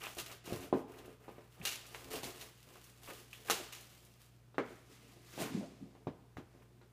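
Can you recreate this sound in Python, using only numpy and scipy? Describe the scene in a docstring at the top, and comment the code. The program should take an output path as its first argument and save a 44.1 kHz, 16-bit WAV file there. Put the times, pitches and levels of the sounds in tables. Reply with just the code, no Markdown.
"""A small stiff cardboard box is turned in the hands, stripped of its plastic wrap, set down and slid.
Impacts of fingers and table excite the damped modes of its panels; stick-slip friction makes the card
rub, rasp and judder. The wrap buckles in snaps, pops and fine crinkles, and pings when released.
A small bare room adds echoes, reverberation and standing waves, and a distant appliance hums."""
import sys
import numpy as np
from scipy import signal
from scipy.fft import rfft, irfft
from scipy.io import wavfile
from scipy.ndimage import uniform_filter1d, map_coordinates

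SR = 44100
rng = np.random.default_rng(int(sys.argv[2]) if len(sys.argv) > 2 else 0)


def generate_wav(signal):
    """Clip the signal to [-1, 1] and save it as 16-bit WAV at the path in sys.argv[1]."""
    frames = np.transpose(np.atleast_2d(signal))
    scaled = np.clip(frames, -1, 1) * 32767
    pcm = np.round(scaled).astype(np.int16)
    wavfile.write(sys.argv[1], SR, pcm)


N = 305172
TIME = np.arange(N) / SR
SNAP_CUTOFF_HZ = 10600

# modes of the box: (frequency [Hz], level [dB], t60 [s])
BOX_MODES = [(137.7, -4.5, 0.2), (201, -5, 0.15), (266.5, 0, 0.12), (351.4, -1.5, 0.087), (433, -8, 0.21),
             (499.5, -16.5, 0.068), (586, -7.5, 0.061), (680, -2.5, 0.033), (1032, -3, 0.058),
             (1201, -9.5, 0.15), (1460, 4, 0.0085), (1940, 3.5, 0.017), (2490, 11, 0.017)]


def from_db(db):
    """Amplitude ratio of a level in decibels."""
    return 10 ** (np.asarray(db) / 20)


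def rms_one(x):
    """Normalisation to unit rms."""
    return x / np.sqrt(np.mean(x ** 2) + 1e-20)


def at_hz(points, hz):
    """Interpolation of a table on a log-frequency axis."""
    f, value = np.transpose(points)
    return np.interp(np.log(np.maximum(hz, 1)), np.log(f), value)


def cut(x, hz, kind, order=2):
    """Butterworth filter."""
    sections = signal.butter(order, np.clip(hz, 10, SR * 9 / 20), kind, fs=SR, output="sos")
    return signal.sosfilt(sections, x + 1e-18)


def colour(x, spectrum, size=8192):
    """Minimum-phase filter with the given spectrum, by folding the cepstrum."""
    cepstrum = irfft(np.log(from_db(at_hz(spectrum, np.fft.rfftfreq(size, 1 / SR)))))
    cepstrum[1:size // 2] *= 2
    cepstrum[size // 2 + 1:] = 0
    return signal.fftconvolve(x, irfft(np.exp(rfft(cepstrum))))[:len(x)]


def resonate(x, hz, width_hz):
    """Second-order resonator with unit peak gain."""
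    return signal.lfilter(*signal.iirpeak(hz, hz / width_hz, fs=SR), x)


def lag(x, seconds):
    """First-order relaxation with the given time constant."""
    r = np.exp(-1 / (seconds * SR))
    return signal.lfilter([1 - r], [1, -r], x)


def ramp(s, seconds):
    """Linear rise from 0 to 1, starting at time s."""
    return np.clip((TIME - s) / seconds, 0, 1)


def add(out, s, level_db, sound):
    """Superposition of a sound at time s, its loudest 6 ms at the given rms level."""
    loudest = np.sqrt(uniform_filter1d(sound ** 2, int(.006 * SR)).max())
    part = out[round(s * SR):][:len(sound)]
    part += from_db(level_db) / loudest * sound[:len(part)]


def grains(per_s, spread_db, size=N):
    """Shot noise: a Poisson train of tiny slips of uneven strength, at unit rms."""
    strength = from_db(spread_db * np.minimum(rng.exponential(1, size), 4))
    return rms_one(strength * rng.choice([-1, 1], size) * (rng.random(size) < per_s / SR))


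def flutter(rate_hz, depth_db):
    """Random amplitude modulation by a grip that catches and lets go."""
    return from_db(depth_db * rms_one(cut(rng.standard_normal(N), rate_hz, "low")))


def on_table():
    """Crossfade from 0 while the box is held to 1 once it rests on the table."""
    return ramp(4.6, 0.1)


def background(air_db=-69):
    """Steady appliance tones add to a broadband rumble of air."""
    # partials of the hum: (frequency [Hz], rms level [dB])
    partials = [(59.6, -72.5), (119.8, -66)]
    # spectrum of the air: (frequency [Hz], relative density [dB])
    air_spectrum = [(18, -36), (55, -8), (76, -9), (100, -4.5), (170, -3.5), (460, -16.5), (837, -20.5),
                    (2630, -26.5), (15000, -35)]
    hum = sum(from_db(db) * np.sqrt(2) * np.sin(2 * np.pi * (hz * TIME + rng.random()))
              for hz, db in partials)
    return hum + from_db(air_db) * rms_one(colour(rng.standard_normal(N), air_spectrum))


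def swell(s, length, skew=0.59, roundness=0.51):
    """Velocity envelope of a hand stroke: an early, broad peak, then an easing off."""
    progress = np.clip((TIME - s) / length, 0, 1)
    return np.abs(np.sin(np.pi * progress ** skew)) ** roundness


def friction():
    """Incoherent sources add in power: touch, strokes, skids and slide set rustle, rub and drag gains."""
    # shifts of grip: (start [s], length [s], rustle level [dB], panel drag above rustle [dB])
    strokes = [(0.0, 0.15, -51.5, -3.5), (0.167, 0.058, -47.5, 0.5), (0.236, 0.15, -55.5, 1.5),
               (0.439, 0.26, -54, 6.5), (0.736, 0.098, -62.5, 8.5), (0.872, 0.3, -67, 13),
               (1.196, 0.3, -70.5, 12.5), (1.534, 0.27, -74.5, 18), (1.623, 0.11, -51.5, -1.5),
               (1.755, 0.62, -62, 4), (1.925, 0.39, -63.5, 9.5), (2.103, 0.11, -45.5, 1.5),
               (2.222, 0.12, -51, 0.5), (2.336, .17, -54, -2), (2.66, 0.18, -65.5, 5),
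               (2.805, 0.1, -61.5, -5), (3.017, 0.24, -55, -4.5), (3.305, 0.16, -62, -2),
               (3.446, 0.25, -52.5, 0.5), (3.703, 0.29, -63.5, 0.5), (4.193, 0.094, -66, -26),
               (6.503, 0.16, -77, 9.5)]
    # a fingertip skids over bare card: (start [s], length [s], level [dB])
    skids = [(0.008, 0.067, -48), (0.296, 0.037, -52.5), (3.075, 0.041, -48), (3.484, 0.016, -42.5),
             (5.424, 0.091, -50.5), (6.619, 0.017, -65.5)]
    loose_wrap = ramp(1.474, 0.062) * (1 - ramp(4.015, 0.45))   # crinkles in the hand until put away
    rustle_power = (from_db(-66.5) * loose_wrap) ** 2
    drag_power = from_db(-76) ** 2 + from_db(-3) ** 2 * rustle_power
    for s, length, level_db, pressure_db in strokes:
        stroke_power = (from_db(level_db) * swell(s, length)) ** 2
        rustle_power += stroke_power
        drag_power += from_db(pressure_db) ** 2 * stroke_power
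    skid_power = sum((from_db(level_db) * swell(s, length)) ** 2 for s, length, level_db in skids)
    rub_power = from_db(-11) ** 2 * rustle_power + from_db(-10) ** 2 * drag_power + skid_power
    return np.sqrt(np.array([rustle_power, rub_power, drag_power]) + np.array(slide()) ** 2)


def bright_ring(x):
    """A narrow resonance near 2.8 kHz colours the crinkles and snaps."""
    return x + 0.8 * resonate(x, hz=2830, width_hz=200)


def handling(rustle_gain, rub_gain):
    """Tiny buckles and slips make shot noise: wrap crinkles, card scuffs the table and skin rubs."""
    # spectra of wrap, card on table and card on skin: (frequency [Hz], relative density [dB])
    crinkle_spectrum = [(600, -19), (2200, -3.5), (3500, -2), (4800, -3), (8000, -5), (12000, -6.5),
                        (15500, -7)]
    scuff_spectrum = [(600, -32), (2000, 3), (2800, 2), (4000, 2.5), (8000, -1.5), (12000, -5.5),
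                      (15500, -7)]
    rub_spectrum = [(300, -5.5), (700, -4), (1150, 3), (1500, -0.5), (2200, -1), (2780, -0.5), (3400, -18),
                    (6000, -19.5), (15000, -16)]
    grip = flutter(rate_hz=41, depth_db=1.5) ** (1 - on_table())
    crackles = from_db(-3) * grains(per_s=110, spread_db=2.8)
    creases = grains(per_s=3600, spread_db=-3.5) + crackles
    crinkle = from_db(-3.5) * rms_one(bright_ring(colour(creases, crinkle_spectrum)))
    scuff = from_db(-2.5) * rms_one(colour(grains(per_s=4000, spread_db=3.5), scuff_spectrum))
    slowed = ramp(5.48, 0.1)
    for _ in range(2):   # two low-pass stages dull the scuff as the box slows
        scuff = (1 - slowed) * scuff + slowed * cut(scuff, 10800, "low")
    rub = from_db(-2) * rms_one(colour(grains(per_s=5000, spread_db=3.5), rub_spectrum))
    rustle = (1 - on_table()) * crinkle + on_table() * scuff
    return grip * (rustle_gain * rustle + rub_gain * rub)


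def box_ring(place_db, damping, pitch=1, size=SR // 2):
    """Impulse response of the box: a brief local flex, then damped modes weighted by place of touch."""
    t = np.arange(size) / SR
    hz, level_db, t60 = np.array(BOX_MODES).T[:, :, None]
    envelopes = from_db(level_db + place_db - 60 * damping * t / t60)
    modes = envelopes * np.cos(2 * np.pi * pitch * hz * t)
    flex = 3.1 * np.exp(-t / 0.00028)
    return modes.sum(axis=0) + flex


def drag(gain):
    """Stick-slip forces the panels into vibration, deeper once the box rests on the table."""
    slips = grains(per_s=820, spread_db=-1) * flutter(rate_hz=43, depth_db=3.5)
    panels = cut(signal.fftconvolve(slips, box_ring(0, damping=0.96))[:N], 753, "low", order=3)
    held = from_db(-7.5) * rms_one(cut(panels, 320, "high", order=4))
    resting = rms_one(cut(cut(panels, 150, "high", order=4), 1450, "low"))
    jolts = from_db(-17) * rms_one(cut(slips, [45, 130], "band"))   # the held box moves as a whole
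    return gain * ((1 - on_table()) * (held + jolts) + on_table() * resting)


def pings(rise_s=0.00065, decay_s=0.0016, jitter=0.1, size=SR // 20):
    """Damped free vibration: released wrap rings for milliseconds at an unsteady pitch."""
    # taut wrap slips off a fingertip: (time [s], level [dB], pitch [Hz])
    releases = [(0.018, -49, 2920), (0.039, -47, 2450), (0.049, -45, 2620), (0.060, -45, 2600),
                (0.068, -44, 2700), (1.615, -50, 2530), (3.3302, -44.5, 2700)]
    out, t = np.zeros(N), np.arange(size) / SR
    envelope = (1 - np.exp(-t / rise_s)) * np.exp(-t / decay_s)
    for s, level_db, hz in releases:
        waver = 1 + jitter * rms_one(cut(rng.standard_normal(size), 1100, "low"))
        add(out, s, level_db, envelope * np.sin(2 * np.pi * np.cumsum(hz * waver) / SR))
    return out


def contact(hardness_hz, bass_hz, pitch):
    """An impact has limited bandwidth: a soft one drives the low modes, a small one omits the bass."""
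    place_db = rng.normal(0, 1.5, (len(BOX_MODES), 1))
    damping = 1.55 / pitch ** 3.5   # a palm that lowers a panel's pitch also damps it
    ring = cut(box_ring(place_db, damping, pitch, size=SR // 4), bass_hz, "high")
    return cut(ring, hardness_hz, "low", order=8) + from_db(-45) * ring


def crease(decay_s, bright_hz, rise_s=.0013, size=SR // 4):
    """Buckling releases stored elastic energy as a crack and a dying spray of smaller ones."""
    # spectrum of a crease: (frequency [Hz], relative density [dB])
    crease_spectrum = [(150, -17), (400, -9.5), (1200, -2), (1900, -0.5), (2800, 3.5), (3400, -1),
                       (3850, 6), (4800, -4), (6300, 2), (8000, -5), (12000, 0.5), (15500, 3.5)]
    t = np.arange(size) / SR
    envelope = np.exp(-t / decay_s) * (1 - np.exp(-t / rise_s))
    spray = grains(per_s=3000, spread_db=3.5, size=size) * envelope
    spray[0] = 7   # the opening crack
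    return cut(colour(spray, crease_spectrum), bright_hz, "low")


def knocks(settle_s=.011):
    """Impact excitation: each blow rings the box, ticks its edge and settles in a softer contact."""
    # blows on the box: (time [s], level [dB], hardness cut-off [Hz], bass cut [Hz], pitch [ratio])
    blows = [(0.068, -43.5, 1380, 900, 0.88), (0.476, -44, 800, 105, 1.17), (0.523, -32.5, 623, 80.5, 0.86),
             (0.593, -50.5, 606, 150, 1.35), (0.727, -22.5, 995, 242, 1.0), (1.079, -48.5, 645, 347, 1.03),
             (1.281, -45.5, 1110, 219, 1.19), (1.381, -50, 660, 350, 1.03), (1.947, -42.5, 3000, 576, 0.8),
             (2.233, -41.5, 1070, 180, 1.02), (2.757, -52.5, 1510, 351, 1.04),
             (3.087, -50.5, 577, 396, 1.1), (3.4986, -28, 1440, 605, 1.05), (3.510, -37.5, 845, 141, 0.91),
             (3.599, -45.5, 716, 350, 1), (4.544, -54.5, 1410, 306, 1), (4.582, -27, 2100, 270, 1.066),
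             (4.5826, -42, 2150, 606, 1.02), (4.706, -48.5, 613, 280, 1), (5.377, -40, 810, 170, 0.65),
             (5.951, -57.5, 960, 298, 0.53), (6.07, -34, 1030, 230, 0.927), (6.370, -44.5, 1920, 480, 1.04),
             (6.38, -43.5, 336, 247, 1.046), (6.814, -60.5, 2000, 250, 1.37)]
    out = np.zeros(N)
    for s, level_db, hardness_hz, bass_hz, pitch in blows:
        add(out, s, level_db, contact(hardness_hz, bass_hz, pitch))
        edge_tick = crease(decay_s=0.019, bright_hz=1.8 * hardness_hz)
        add(out, s, -40 + 0.5 * level_db, edge_tick)   # grows more slowly than the blow
        add(out, s + settle_s, level_db - 11.5, contact(0.79 * hardness_hz, bass_hz, pitch))
    return out


def pops(decay_s=0.0066, low_hz=6550):
    """Single creases buckle in short, bright transients that stand out of the crinkle."""
    # pops of the wrap: (time [s], level [dB])
    buckles = [(0.131, -59), (0.150, -54), (0.576, -65), (0.608, -56), (0.646, -60), (1.058, -62.5),
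               (1.867, -55.5), (3.331, -55.5), (3.726, -64), (3.809, -55.5), (2.842, -58), (4.05, -62)]
    out = np.zeros(N)
    for s, level_db in buckles:
        add(out, s, level_db, cut(crease(decay_s, SNAP_CUTOFF_HZ), low_hz, "high"))
    return out


def snaps():
    """Snap-through buckling of wrap and card edges gives sharp cracks, heard with a narrow ring."""
    # snaps, each with a spray of creases: (time [s], level [dB], spray decay [s])
    buckles = [(0.184, -42, 0.021), (0.2, -43, 0.0009), (0.263, -47.5, 0.0033), (0.316, -51.5, .005),
               (0.456, -52.5, 0.025), (0.531, -47.5, 0.006), (0.986, -58, 0.0071), (1.653, -32.5, 0.0045),
               (1.659, -38, 0.042), (1.675, -41, .001), (1.715, -45, 0.023), (1.73, -49, .001),
               (1.758, -44, .001), (1.943, -53.5, 0.025), (2.233, -45, 0.02), (2.263, -54, 0.00089),
               (2.412, -48, 0.013), (3.4994, -31, 0.0054), (3.505, -32, 0.014), (3.511, -31, .001),
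               (3.523, -44.5, 0.043), (3.724, -50, 0.046), (3.727, -50, 0.00092), (4.5825, -57, .001),
               (6.369, -65, 0.022)]
    out = np.zeros(N)
    for s, level_db, decay_s in buckles:
        add(out, s, level_db, crease(decay_s, SNAP_CUTOFF_HZ))
    return bright_ring(out)


def thuds(swell_s=0.003):
    """A cushioned mass is heavily damped: its motion swells and dies within a few cycles."""
    # the whole box meets a palm or the table: (time [s], level [dB], pitch [Hz])
    landings = [(0.52, -46, 83.3), (0.728, -51, 78.4), (1.598, -47.5, 162), (5.545, -31.5, 214),
                (6.068, -38, 141), (6.365, -48, 90)]
    out, t = np.zeros(N), np.arange(SR // 8) / SR
    envelope = (t / swell_s) ** 2 * np.exp(-t / swell_s)
    for s, level_db, hz in landings:
        add(out, s, level_db, envelope * np.sin(2 * np.pi * hz * t))
    return out


def rasps(q=4.5):
    """Fine slips drive one resonance of the card, giving a hollow rasp or a thin squeak."""
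    # card chatters on table or finger: (start [s], length [s], level [dB], pitch [Hz])
    chatters = [(3.082, 0.046, -53.5, 430), (4.885, .26, -73, 2810), (5.376, 0.055, -44.5, 640),
                (5.378, 0.091, -44.5, 200), (5.561, 0.022, -47.5, 350), (5.604, 0.044, -49, 564)]
    out = np.zeros(N)
    for s, length, level_db, hz in chatters:
        size = int(length * SR)
        slips = grains(per_s=4500, spread_db=2, size=size) * signal.windows.tukey(size, 1 / 4)
        ring = resonate(np.pad(slips, (0, SR // 20)), hz, hz / q)
        add(out, s, level_db, cut(ring, [hz / 2, hz * np.sqrt(2)], "band"))
    return out


def slide(bear_down_s=5.36):
    """Sliding friction grows with speed: gains of scuff, rub and panel drag along the table."""
    # speed of the box, expressed as a level: (time [s], level [dB])
    speed_curve = [(4.619, -66.5), (4.87, -75.5), (4.93, -65.5), (4.981, -71.5), (5.11, -68.5),
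                   (5.199, -74.5), (5.285, -65.5), (5.325, -60), (5.375, -57.5), (5.412, -44.5),
                   (5.489, -62.5), (5.54, -56.5), (5.701, -71.5), (6.04, -84.5)]
    s, db = np.transpose(speed_curve)
    speed = from_db(np.interp(TIME, s, db)) * ramp(s[0], 0.06) * (1 - ramp(s[-1], 0.032))
    pressure = from_db(-53.5 + 8 * ramp(bear_down_s, 0.0099))
    return from_db(3) * speed, from_db(-2.5) * speed, pressure * (speed / speed.max()) ** 0.67


def judders(bass_hz=175, slip_s=0.00047):
    """Stick-slip with a gradual release drives mainly the low modes of the pressed panels."""
    # runs of slips on the table: (start [s], length [s], level [dB], sharpness cut-off [Hz])
    slip_runs = [(5.381, 0.061, -44, 950), (5.503, 0.019, -43.5, 228), (5.564, 0.043, -38.5, 338),
                 (5.797, 0.034, -47, 265)]
    out = np.zeros(N)
    for s, length, level_db, sharp_hz in slip_runs:
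        size = int(length * SR)
        slips = grains(per_s=1600, spread_db=1.5, size=size) * signal.windows.tukey(size, 1 / 4)
        ring = lag(signal.fftconvolve(slips, box_ring(0, damping=1.1, pitch=0.75)), slip_s)
        add(out, s, level_db, cut(cut(ring, bass_hz, "high", order=4), sharp_hz, "low", order=4))
    return out


def near_echoes(x, sway=0.1054, sway_hz=.4):
    """Comb filtering: the sound interferes with reflections whose delays drift with the hands."""
    # reflections from table and wall: (delay [s], gain [ratio])
    reflections = [(.0024, 0.089), (.0056, 0.21), (.0112, 0.14), (.0171, 0.14)]
    out = x
    for k, (delay, gain) in enumerate(reflections):
        path_s = delay * (1 + sway * np.sin(2 * np.pi * sway_hz * TIME + 2 * k))
        out = out + gain * map_coordinates(x, [(TIME - path_s) * SR], order=3)
    return out


def room(x, early_db=-4.5, early_s=0.01, tail_db=-8.5, build_s=0.00057):
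    """A diffuse field joins the sound: each band's energy returns in a burst, then decays slowly."""
    # reverberation time of the room: (frequency [Hz], t60 [s])
    decay_times = [(100, 0.37), (400, 0.4), (1500, 0.71), (4000, 0.82), (8000, 0.47), (15000, 0.1)]
    edges = np.geomspace(70, 17000, 15)
    out = x
    for low, high in zip(edges, edges[1:]):
        energy = lag(cut(x, [low, high], "band", order=3) ** 2, build_s)
        t60 = at_hz(decay_times, np.sqrt(low * high))
        early = from_db(early_db) ** 2 * lag(energy, early_s)
        tail = from_db(tail_db) ** 2 * lag(energy, t60 / np.log(1e6))
        noise = rms_one(cut(rng.standard_normal(N), [low, high], "band", order=3))
        out = out + np.sqrt(early + tail) * noise
    return out


def standing_waves(x, t60_s=0.43):
    """Lightly damped room modes ring on as narrow tones after knocks and scrapes."""
    # modes of the room: (frequency [Hz], gain [dB])
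    room_modes = [(266, -4), (357, -5), (435, -4.5), (696, -6), (795, 3), (871, -3), (1028, 0), (1226, 9)]
    width_hz = np.log(1000) / (np.pi * t60_s)
    return sum(from_db(gain_db) * resonate(x, hz, width_hz) for hz, gain_db in room_modes)


def scene():
    """Superposition of box, wrap, room response and hum in one channel."""
    rustle_gain, rub_gain, drag_gain = friction()
    direct = handling(rustle_gain, rub_gain) + drag(drag_gain)
    direct += pings() + knocks() + pops() + snaps() + thuds() + rasps() + judders()
    return (room(near_echoes(direct)) + standing_waves(direct) + background())[None]


def record(dry, cutoff_hz=15300):
    """Band limiting: a steep elliptic low-pass removes the highest treble."""
    return signal.sosfilt(signal.ellip(12, .1, 70, cutoff_hz, fs=SR, output="sos"), dry)


dry = scene()
out = record(dry)
generate_wav(out)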